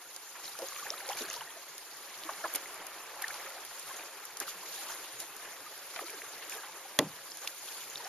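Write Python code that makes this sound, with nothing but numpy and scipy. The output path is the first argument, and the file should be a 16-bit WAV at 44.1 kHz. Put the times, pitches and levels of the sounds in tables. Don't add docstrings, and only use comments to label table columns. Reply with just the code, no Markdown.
import sys
import numpy as np
from scipy import signal
from scipy.fft import rfft, irfft
from scipy.io import wavfile
from scipy.ndimage import uniform_filter1d

SR = 44100
rng = np.random.default_rng(int(sys.argv[2]) if len(sys.argv) > 2 else 0)


def digitize_waveform(pressure):
    field = np.atleast_2d(pressure).T
    bounded = np.clip(field, -1, 1)
    quanta = np.round(bounded * 32767).astype(np.int16)
    wavfile.write(sys.argv[1], SR, quanta)


N = 356328
TIME = np.arange(N) / SR


def amp(db):
    return 10 ** (np.asarray(db) / 20)


def unit(x):
    return x / np.sqrt(np.mean(x ** 2) + 1e-20)


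def read(points, hz):
    f, value = np.transpose(points)
    return np.interp(np.log(hz + 1), np.log(f + 1), value)


def add(mix, s, sound):
    part = mix[:, max(round(s * SR), 0):][:, :sound.shape[-1]]
    part += sound[..., :part.shape[1]]


def colour(x, gain):
    size = x.shape[-1]
    return irfft(rfft(x) * gain(np.fft.rfftfreq(size, 1 / SR)), size)


def swell(u):
    return np.sin(np.pi * np.clip(u, 0, 1) ** .6)


def arrival(size, lag):
    return np.arange(size) / SR - np.array([[lag / 2], [-lag / 2]]) - abs(lag) / 2


# frequency in Hz, coherence.
COHERENCE = [(40, 0.25), (150, 0.62), (350, 0.86), (1300, 1), (2200, 0.76), (3200, 0.42), (5000, -0.055),
             (7000, 0.061), (15000, 0.083)]
LEFT_SHARE = 0.22
LEFT_LEAD_S = 5.8e-5


def diffuse(size):
    mid, side, left = rng.standard_normal((3, size))
    mid = colour(mid, lambda f: np.sqrt((1 + read(COHERENCE, f)) / 2))
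    side = colour(side, lambda f: np.sqrt((1 - read(COHERENCE, f)) / 2))
    late = colour(left, lambda f: np.exp(-2j * np.pi * f * LEFT_LEAD_S))
    around = np.sqrt(1 - LEFT_SHARE) * np.array([mid + side, mid - side])
    return around + np.sqrt(LEFT_SHARE) * np.array([left, late])


def bubble(hz, glide, length, lag):
    t = arrival(int(length * SR) + 16, lag)
    u = t / length
    rate = np.log(2) * glide + 1e-6
    cycles = hz * length * np.expm1(rate * u) / rate
    return swell(u) * np.sin(2 * np.pi * cycles)


# time in seconds, base gurgle level in dB, base spray level in dB.
STIR_LEVELS = [(0.0, -53, -53), (0.36, -54.5, -51), (0.81, -49, -45.5), (1.22, -44, -50.5),
               (1.57, -52, -51), (1.89, -52, -51), (2.48, -46.5, -47.5), (2.86, -48, -51), (3.31, -46, -51),
               (3.8, -50, -48), (4.3, -50.5, -52), (4.84, -46.5, -45.5), (5.29, -50, -50.5),
               (5.69, -50.5, -50.5), (6.05, -49, -47.5), (6.93, -50, -51), (7.63, -53.5, -49),
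               (8.08, -47.5, -47.5)]
# start in seconds, length in seconds, extra gurgle in dB, extra spray in dB.
SPLASH_FLARES = [(0.362, 0.088, 5, 0), (0.42, 0.13, 2.5, 3.5), (0.577, 0.14, 2.5, 1), (1.068, 0.11, -1, 6),
                 (1.164, 0.12, -2, 9), (1.269, 0.19, -1, 6), (2.225, 0.18, 1.5, 1),
                 (2.755, 0.17, 3.5, -2.5), (3.185, 0.42, 0.5, 4), (3.85, 0.26, 3.5, 2),
                 (4.4, 0.046, 9, 7.5), (4.465, 0.07, 1, 8), (4.654, 0.2, -1.5, 3.5),
                 (4.888, 0.11, 0.5, 2.5), (5.183, 0.071, 0, 6), (5.394, 0.18, 3, 1), (5.99, 0.051, 3.5, 3),
                 (6.338, 0.16, 1.5, -0.5), (6.501, 0.1, 4.5, 6.5), (7.413, 0.1, 6.5, 3.5),
                 (7.612, 0.26, 1.5, 4)]


def stir():
    s, gurgle_db, spray_db = np.transpose(STIR_LEVELS)
    slow_db = np.array([np.interp(TIME, s, gurgle_db), np.interp(TIME, s, spray_db)])
    splash_db = 0
    for start, length, *extra_db in SPLASH_FLARES:
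        splash_db = splash_db + np.outer(extra_db, swell((TIME - start) / length))
    return slow_db + splash_db


# start in seconds, end in seconds, churn in dB before its edges are smoothed.
CHURN_SPANS = [(0.712, 1.076, 2.5), (1.073, 1.51, 3.5), (3.106, 3.602, 2), (4.66, 5.0, 0.5),
               (6.012, 6.25, 2), (6.402, 6.705, 1.5)]


def churning():
    churn_db = np.zeros(N)
    for start, end, db in CHURN_SPANS:
        churn_db += db * ((start < TIME) & (TIME < end))
    return uniform_filter1d(churn_db, size=1300)


def wash(spectrum, patchy_db, flicker_db, size):
    hz, _, z = signal.stft(diffuse(N), SR, nperseg=512, noverlap=384)
    patches = rng.standard_normal(z.shape[1:])
    patches = uniform_filter1d(patches, size, axis=0)
    patches = unit(uniform_filter1d(patches, size=7, axis=1))
    flicker = unit(uniform_filter1d(rng.standard_normal(z.shape[2]), size=5))
    z = z * amp(read(spectrum, hz)[:, None] + patchy_db * patches + flicker_db * flicker)
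    return unit(signal.istft(z, SR, nperseg=512, noverlap=384)[1][:, :N])


def swarm(low_hz, high_hz, per_s, cycles, spread_db, rise, count=60):
    out = np.zeros((2, N))
    traits = rng.uniform(-0.877, 1, (count, 3))
    for hz, (life, slide, place) in zip(np.geomspace(low_hz, high_hz, count), traits):
        ring = bubble(hz, rise + 0.812 * slide, cycles * 2 ** life / hz, 0.000078 * place)
        ring *= (hz / high_hz) ** 0.74
        for when, size in rng.random((300, 2))[:int(per_s * N / SR / count)]:
            add(out, when * N / SR, ring * amp(spread_db * min(-np.log(size + 1e-9), 3)))
    return unit(out)


# frequency in Hz, relative density in dB per Hz.
GURGLE_SPECTRUM = [(30, -10.5), (90, -54), (150, 4), (225, -39.5), (310, 1.5), (600, -1), (1100, 2),
                   (1800, 0), (2800, -5), (5000, -18), (14000, -13.5)]
# frequency in Hz, relative density in dB per Hz.
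SPRAY_SPECTRUM = [(200, -30), (1000, -13.5), (2500, 2), (4500, 4.5), (5800, 3.5), (6900, 7), (9500, 2),
                  (12500, 6), (16000, -13)]


def water():
    gurgle_db, spray_db = stir()
    churn_db = churning()
    gurgle = amp(-1.5) * wash(GURGLE_SPECTRUM, patchy_db=2.0, flicker_db=0.87, size=5)
    trickle = amp(-8.5) * swarm(478, 1898, per_s=150, cycles=17.75, spread_db=0.8, rise=0.321)
    bubbling = amp(-13.5) * swarm(471, 2900, per_s=250, cycles=7.04, spread_db=3.0, rise=0.27)
    spray = amp(1.5) * wash(SPRAY_SPECTRUM, patchy_db=2.0, flicker_db=0.83, size=16)
    fizz = amp(-8.0) * swarm(3150, 13840, per_s=320, cycles=5.6, spread_db=2.5, rise=0.41)
    crackle = amp(-14.5) * swarm(5050, 12600, per_s=23, cycles=13.0, spread_db=1.5, rise=0)
    low_tones = amp(-31.5) * swarm(116.5, 191.5, per_s=8, cycles=6.4, spread_db=2.5, rise=0)
    churn, calm = amp(churn_db), amp(-.45 * churn_db)
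    low = calm * gurgle + low_tones + churn * (trickle + bubbling)
    high = calm * spray + churn * (fizz + crackle)
    return low * amp(gurgle_db) + high * amp(spray_db)


def plink(hz, lag, cycles=6.1, sharp=0.057):
    t = np.maximum(arrival(1024, lag), 0)
    fade = np.exp(-hz * t / cycles)
    return fade * np.sin(2 * np.pi * (hz * t + sharp * cycles * (1 - fade)))


# time in seconds, level in dB, settled pitch in Hz.
DRIP_RINGS = [(0.1455, -35, 6600), (0.4428, -31, 5100), (0.455, -32, 4100), (0.4795, -32, 3900),
              (0.6862, -27, 6500), (0.732, -41, 2040), (0.776, -34, 6350), (0.856, -45, 2500),
              (0.8878, -37, 9800), (0.9034, -29, 3620), (0.931, -41, 3200), (0.98, -34.5, 3700),
              (1.06, -35, 4000), (1.172, -30, 6400), (1.3008, -23, 6200), (1.3314, -33, 6350),
              (1.364, -34, 5040), (1.505, -40, 3200), (2.336, -36.5, 3920), (2.484, -34, 6800),
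              (2.549, -32, 2040), (2.658, -36, 2000), (2.7436, -30, 9800), (3.437, -44, 1620),
              (3.899, -42, 1550), (3.967, -32, 6350), (3.9955, -36, 2360), (4.183, -42, 2400),
              (4.9047, -32, 6350), (5.455, -39.5, 1600), (5.778, -32, 10000), (6.083, -39, 2200),
              (6.097, -37, 2310), (6.648, -40, 3120), (7.3185, -30.5, 5000), (7.6862, -35.5, 3150),
              (7.9, -28, 6800), (7.9572, -26, 3620), (7.9724, -31, 5400), (7.979, -32, 4400),
              (8.047, -31.5, 4850)]


def drips(lead_s=2e-5):
    out = np.zeros((2, N))
    for s, db, hz in DRIP_RINGS:
        add(out, s, amp(db) * plink(hz, -lead_s))
    return out


def band(size, hz, octaves):
    noise = diffuse(size)
    return unit(colour(noise, lambda f: np.exp(-.5 * (np.log2((f + 1) / hz) / octaves) ** 2)))


def bursts(rows, level_db, octaves, attack, length):
    out, t = np.zeros((2, N)), np.arange(8192) / SR
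    shape = (1 - np.exp(-t / attack)) * np.exp(-2 * t / length)
    for s, db, hz in rows:
        add(out, s, amp(db + level_db) * band(len(t), hz, octaves) * shape / shape.max())
    return out


# time in seconds, relative level in dB, centre of the noise in Hz.
DROP_IMPACTS = [(0.163, -40.5, 7100), (0.589, -42, 6350), (0.619, -47, 4000), (1.0894, -38, 4800),
                (1.189, -40, 5100), (1.3394, -41, 4200), (1.78, -43.5, 6000), (2.5478, -36, 12000),
                (2.5514, -29.5, 11000), (2.5575, -27, 10500), (2.867, -40.5, 9550), (3.2216, -33, 10600),
                (3.281, -38.5, 6100), (3.342, -44.5, 3800), (3.6501, -42.5, 10800), (3.796, -41, 9300),
                (4.253, -40, 12600), (4.3704, -39.5, 6840), (4.401, -31, 9600), (5.202, -36.5, 9800),
                (5.3647, -41.5, 9700), (5.9612, -40, 2600), (6.102, -43, 9850), (6.4961, -39.5, 6990),
                (7.371, -41, 9370), (7.4745, -34, 4460)]


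def drops():
    return bursts(DROP_IMPACTS, level_db=7.0, octaves=0.88, attack=0.00018, length=0.0053)


# time in seconds, relative level in dB, centre of the noise in Hz.
HULL_LAPS = [(0.353, -36, 1160), (0.589, -33, 610), (0.621, -33, 493), (1.107, -34, 835),
             (1.207, -33.5, 354), (1.408, -35.5, 1100), (2.29, -29, 940), (2.446, -26, 900),
             (2.547, -26.5, 2250), (2.549, -30.5, 490), (3.218, -30.5, 1600), (3.461, -32, 1450),
             (4.409, -44, 1170), (4.413, -35, 477), (4.898, -32.5, 1310), (5.96, -31, 1500),
             (6.423, -33.5, 1890), (6.633, -33, 1160)]


def laps():
    return bursts(HULL_LAPS, level_db=-10.0, octaves=0.76, attack=0.00035, length=0.038)


# start in seconds, length in seconds, upper limit of droplet level in dB.
DROPLET_SHOWERS = [(0.432, 0.06, -38), (1.09, 0.049, -36.5), (1.177, 0.05, -31), (1.279, 0.084, -35),
                   (4.48, 0.043, -41), (4.758, 0.049, -37), (4.891, 0.05, -35.5), (6.487, 0.06, -44)]


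def sprinkle(low_hz=3600, high_hz=8000, per_s=330, spread_db=3.0, count=60):
    out = np.zeros((2, N))
    for start, length, db in DROPLET_SHOWERS:
        for when, pitch, loud, place in rng.random((count, 4))[:int(per_s * length)]:
            ring = plink(low_hz * (high_hz / low_hz) ** pitch, 0.0001 * (place - .5), cycles=2.3)
            add(out, start + when * length, amp(db - 2 * spread_db * loud) * ring)
    return out


RING_S, RING_HZ, RING_SLOPE = 0.015, 990, 1


def stray_bubbles(low_hz=700, high_hz=3000, level_db=-46.0, spread_db=4.0, busy_per_s=60, busy_db=5.0,
                  rise=0.076, count=600):
    per_s = busy_per_s * (churning() / busy_db) ** 2
    when, luck, loud, pitch, slide = rng.random((count, 5)).T
    hz = low_hz * (high_hz / low_hz) ** pitch
    length = RING_S * (RING_HZ / hz) ** RING_SLOPE
    db = level_db + spread_db * (2 * loud - 1)
    rows = np.transpose([when * N / SR, db, hz, rise + slide - .5, length])
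    chance = per_s[(when * N).astype(int)] * N / SR / count
    return list(rows[luck < chance])


# start in seconds, level in dB, starting pitch in Hz, glide in octaves, length in seconds.
BUBBLE_RINGS = [(0.553, -39.5, 1650, -0.56, 0.0034), (0.59, -42, 612, 0.26, 0.034),
                (0.622, -35, 532, -0.13, 0.018), (0.633, -39, 524, 0.041, 0.027),
                (0.616, -48.5, 334, 0.18, 0.046), (0.722, -38.5, 1390, -0.58, 0.0056),
                (0.759, -43, 1140, 0.069, 0.015), (0.7617, -32.5, 1900, 1.1, 0.002),
                (0.796, -43, 1430, -0.044, 0.014), (0.825, -39, 1105, 0.18, 0.014),
                (0.866, -32.5, 1620, 0.23, 0.0053), (0.9041, -20, 6130, -0.4, 0.0014),
                (0.907, -43.5, 520, 0.75, 0.037), (0.937, -36, 1290, -0.068, 0.0085),
                (1.003, -41, 1380, 0.92, 0.011), (1.02, -46, 760, 0.2, 0.028),
                (1.087, -35.5, 442, 1.2, 0.026), (1.096, -32, 643, 1.1, 0.016),
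                (1.111, -39, 3020, -0.46, 0.0055), (1.114, -37.5, 800, 0.1, 0.022),
                (1.131, -32.5, 2980, 0.19, 0.0037), (1.17, -37, 2370, -0.066, 0.0072),
                (1.207, -39, 4070, -0.27, 0.0098), (1.208, -40.5, 263, -0.079, 0.024),
                (1.211, -38.5, 447, -0.12, 0.024), (1.239, -47, 292, 0.63, 0.022),
                (1.283, -37, 1490, 0.34, 0.0076), (1.287, -45, 810, -0.61, 0.0093),
                (1.311, -35.5, 2560, 0.2, 0.003), (1.329, -39, 1770, -0.18, 0.003),
                (1.347, -43, 4530, -0.52, 0.005), (1.361, -43, 960, -0.018, 0.026),
                (1.408, -41, 1630, -0.47, 0.0046), (1.409, -36, 2870, 0.17, 0.0042),
                (1.472, -44, 1840, 0.089, 0.012), (1.566, -45, 683, -0.077, 0.016),
                (2.236, -31, 2470, 1.5, 0.0015), (2.251, -47, 313, 0.11, 0.035),
                (2.291, -28.5, 1265, -0.5, 0.0094), (2.437, -46, 329, 0.11, 0.043),
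                (2.4387, -35.5, 672, -0.25, 0.024), (2.44, -31.5, 1375, 0, 0.014),
                (2.4406, -33.5, 1680, 0.027, 0.017), (2.449, -31.5, 607, 1.1, 0.012),
                (2.451, -40, 1077, -0.25, 0.025), (2.5392, -18, 12500, -0.12, 0.00076),
                (2.5606, -25, 11000, 0.45, 0.0009), (3.222, -42, 826, -0.23, 0.018),
                (3.2399, -35, 1970, 0.13, 0.01), (3.2407, -26.5, 1750, 0.11, 0.0096),
                (3.301, -39, 1255, 1.1, 0.017), (3.342, -48, 788, 0.7, 0.034),
                (3.508, -47, 1386, 0.066, 0.018), (3.564, -47, 607, 0.84, 0.019),
                (3.906, -42, 1057, 0.053, 0.021), (4.412, -33, 2150, -1.8, 0.01),
                (4.4215, -45, 1300, 2.1, 0.006), (4.4794, -34, 1400, -0.23, 0.0029),
                (4.631, -41, 1060, -0.2, 0.0083), (4.898, -43, 1390, 0.14, 0.008),
                (5.661, -44, 1230, 0, 0.022), (5.964, -44, 770, -0.48, 0.028),
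                (5.99, -32, 2500, -0.87, 0.0038), (5.991, -38, 610, 0.55, 0.0077),
                (5.9926, -33.5, 1290, -0.19, 0.007), (6.015, -42.5, 313, 1.1, 0.021),
                (6.024, -42, 630, -0.48, 0.021), (6.037, -46.5, 330, 0.11, 0.032),
                (6.06, -45, 1270, 0.14, 0.019), (6.107, -48, 493, -0.49, 0.012),
                (6.13, -45.5, 533, -0.8, 0.031), (6.165, -55, 310, -0.1, 0.04),
                (6.218, -34, 1400, 1.2, 0.0039), (6.232, -47, 400, 0.26, 0.012),
                (6.523, -32.5, 2410, 0.04, 0.0025), (6.554, -47, 446, 0.09, 0.035),
                (6.578, -44, 1690, -0.1, 0.026), (6.642, -42, 890, 0.82, 0.0054),
                (6.682, -47, 838, 0.21, 0.028), (6.853, -43, 790, 0.012, 0.014),
                (7.474, -26, 2200, 1.03, 0.0035), (8.001, -42.5, 1016, -0.26, 0.018),
                (8.052, -44, 680, 0.49, 0.035)]


def near_bubbles(lead_s=2.5e-5):
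    out = np.zeros((2, N))
    for s, db, hz, glide, length in BUBBLE_RINGS + stray_bubbles():
        add(out, s, amp(db) * bubble(hz, glide, length, -lead_s))
    return out


def modes(table, t, lead_s, rise_cycles):
    t = np.maximum(t - np.array([[0], [lead_s]]), 0)
    total = 0
    for hz, db, t60 in table:
        build_up = -np.expm1(-hz * t / rise_cycles)
        total = total + amp(db - 60 * t / t60) * build_up * np.sin(2 * np.pi * hz * t)
    return total


# time in seconds, relative level in dB.
SHAFT_CONTACTS = [(6.9893, 3.5), (6.9905, 5.5), (6.992, -14)]
# frequency in Hz, relative level in dB, decay time t60 in seconds.
SHAFT_MODES = [(1330, -34, 0.024), (2010, -24.5, 0.025), (2660, -21, 0.0036), (3340, -15.5, 0.004),
               (6540, -18, 0.0053), (9100, -21.5, 0.0039)]
# frequency in Hz, relative level in dB, decay time t60 in seconds.
HULL_MODES = [(152, -38.5, 0.25), (170, -44, 0.36), (187, -40, 0.21), (278, -32, 0.21), (303, -28.5, 0.14),
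              (356, -30, 0.15), (458, -28.5, 0.11), (575, -16.5, 0.026), (613, -31, 0.13), (868, -45, 0.3),
              (1080, -21.5, 0.032)]
# frequency in Hz, relative density in dB per Hz.
BOOM_SPECTRUM = [(40, -29), (90, -13), (150, -6), (280, -14), (450, 2), (800, -5.5), (1400, -13),
                 (3000, -12), (12000, -18)]
# frequency in Hz, decay time t60 in seconds.
BOOM_DECAY = [(150, 0.52), (400, 0.19), (900, 0.21), (2000, 0.082), (8000, 0.006)]
# time in seconds, level in dB before the bass cut, pitch in Hz.
HULL_THUDS = [(7.02, -37, 292), (7.042, -38, 158), (7.063, -38.5, 182)]


def knock(boom_db=-45.5, lead_s=1.2e-5, bass_hz=125, grit_db=-18.5, thud_s=0.02):
    out, t = np.zeros((2, N)), np.arange(SR // 2) / SR
    for s, db in SHAFT_CONTACTS:
        grit = amp(grit_db) * band(len(t), hz=2750, octaves=2.0) * np.exp(-t / 0.0013)
        add(out, s, amp(db) * (modes(SHAFT_MODES, t, lead_s, rise_cycles=0.22) + grit))
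    hz, age, z = signal.stft(rng.standard_normal(len(t)), SR, nperseg=512)
    z = z * amp(read(BOOM_SPECTRUM, hz)[:, None] - 60 * age / read(BOOM_DECAY, hz)[:, None])
    boom = signal.istft(z, SR, nperseg=512)[1][:len(t)]
    boom = unit(boom * (1 - np.exp(-t / 0.0011)))
    ringing = modes(HULL_MODES, t, lead_s, rise_cycles=0.31)
    add(out, SHAFT_CONTACTS[1][0], ringing + amp(boom_db) * boom)
    for s, db, hz in HULL_THUDS:
        add(out, s, amp(db) * swell(t / thud_s) * np.sin(2 * np.pi * hz * t))
    return signal.lfilter(*signal.butter(3, bass_hz, "high", fs=SR), out)


def scene(lowest_hz=255):
    near = colour(laps() + near_bubbles(), lambda f: (1 + (lowest_hz / (f + 1)) ** 8) ** -.5)
    return water() + drips() + drops() + near + sprinkle() + knock()


# frequency in Hz, gain in dB.
CAMERA_RESPONSE = [(7200, 0), (7550, -6.5), (7900, -54), (8200, -20.5), (8600, -10.5), (9200, 3),
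                   (12600, -2), (13600, -2), (14300, -23), (15500, -40)]
EDGE_HZ = 15800


def record(dry):
    coloured = colour(dry, lambda f: amp(read(CAMERA_RESPONSE, f)))
    low_pass = signal.firwin(511, EDGE_HZ, window=("kaiser", 9), fs=SR)
    return signal.oaconvolve(coloured, low_pass[None], "same")


dry = scene()
out = record(dry)
digitize_waveform(out)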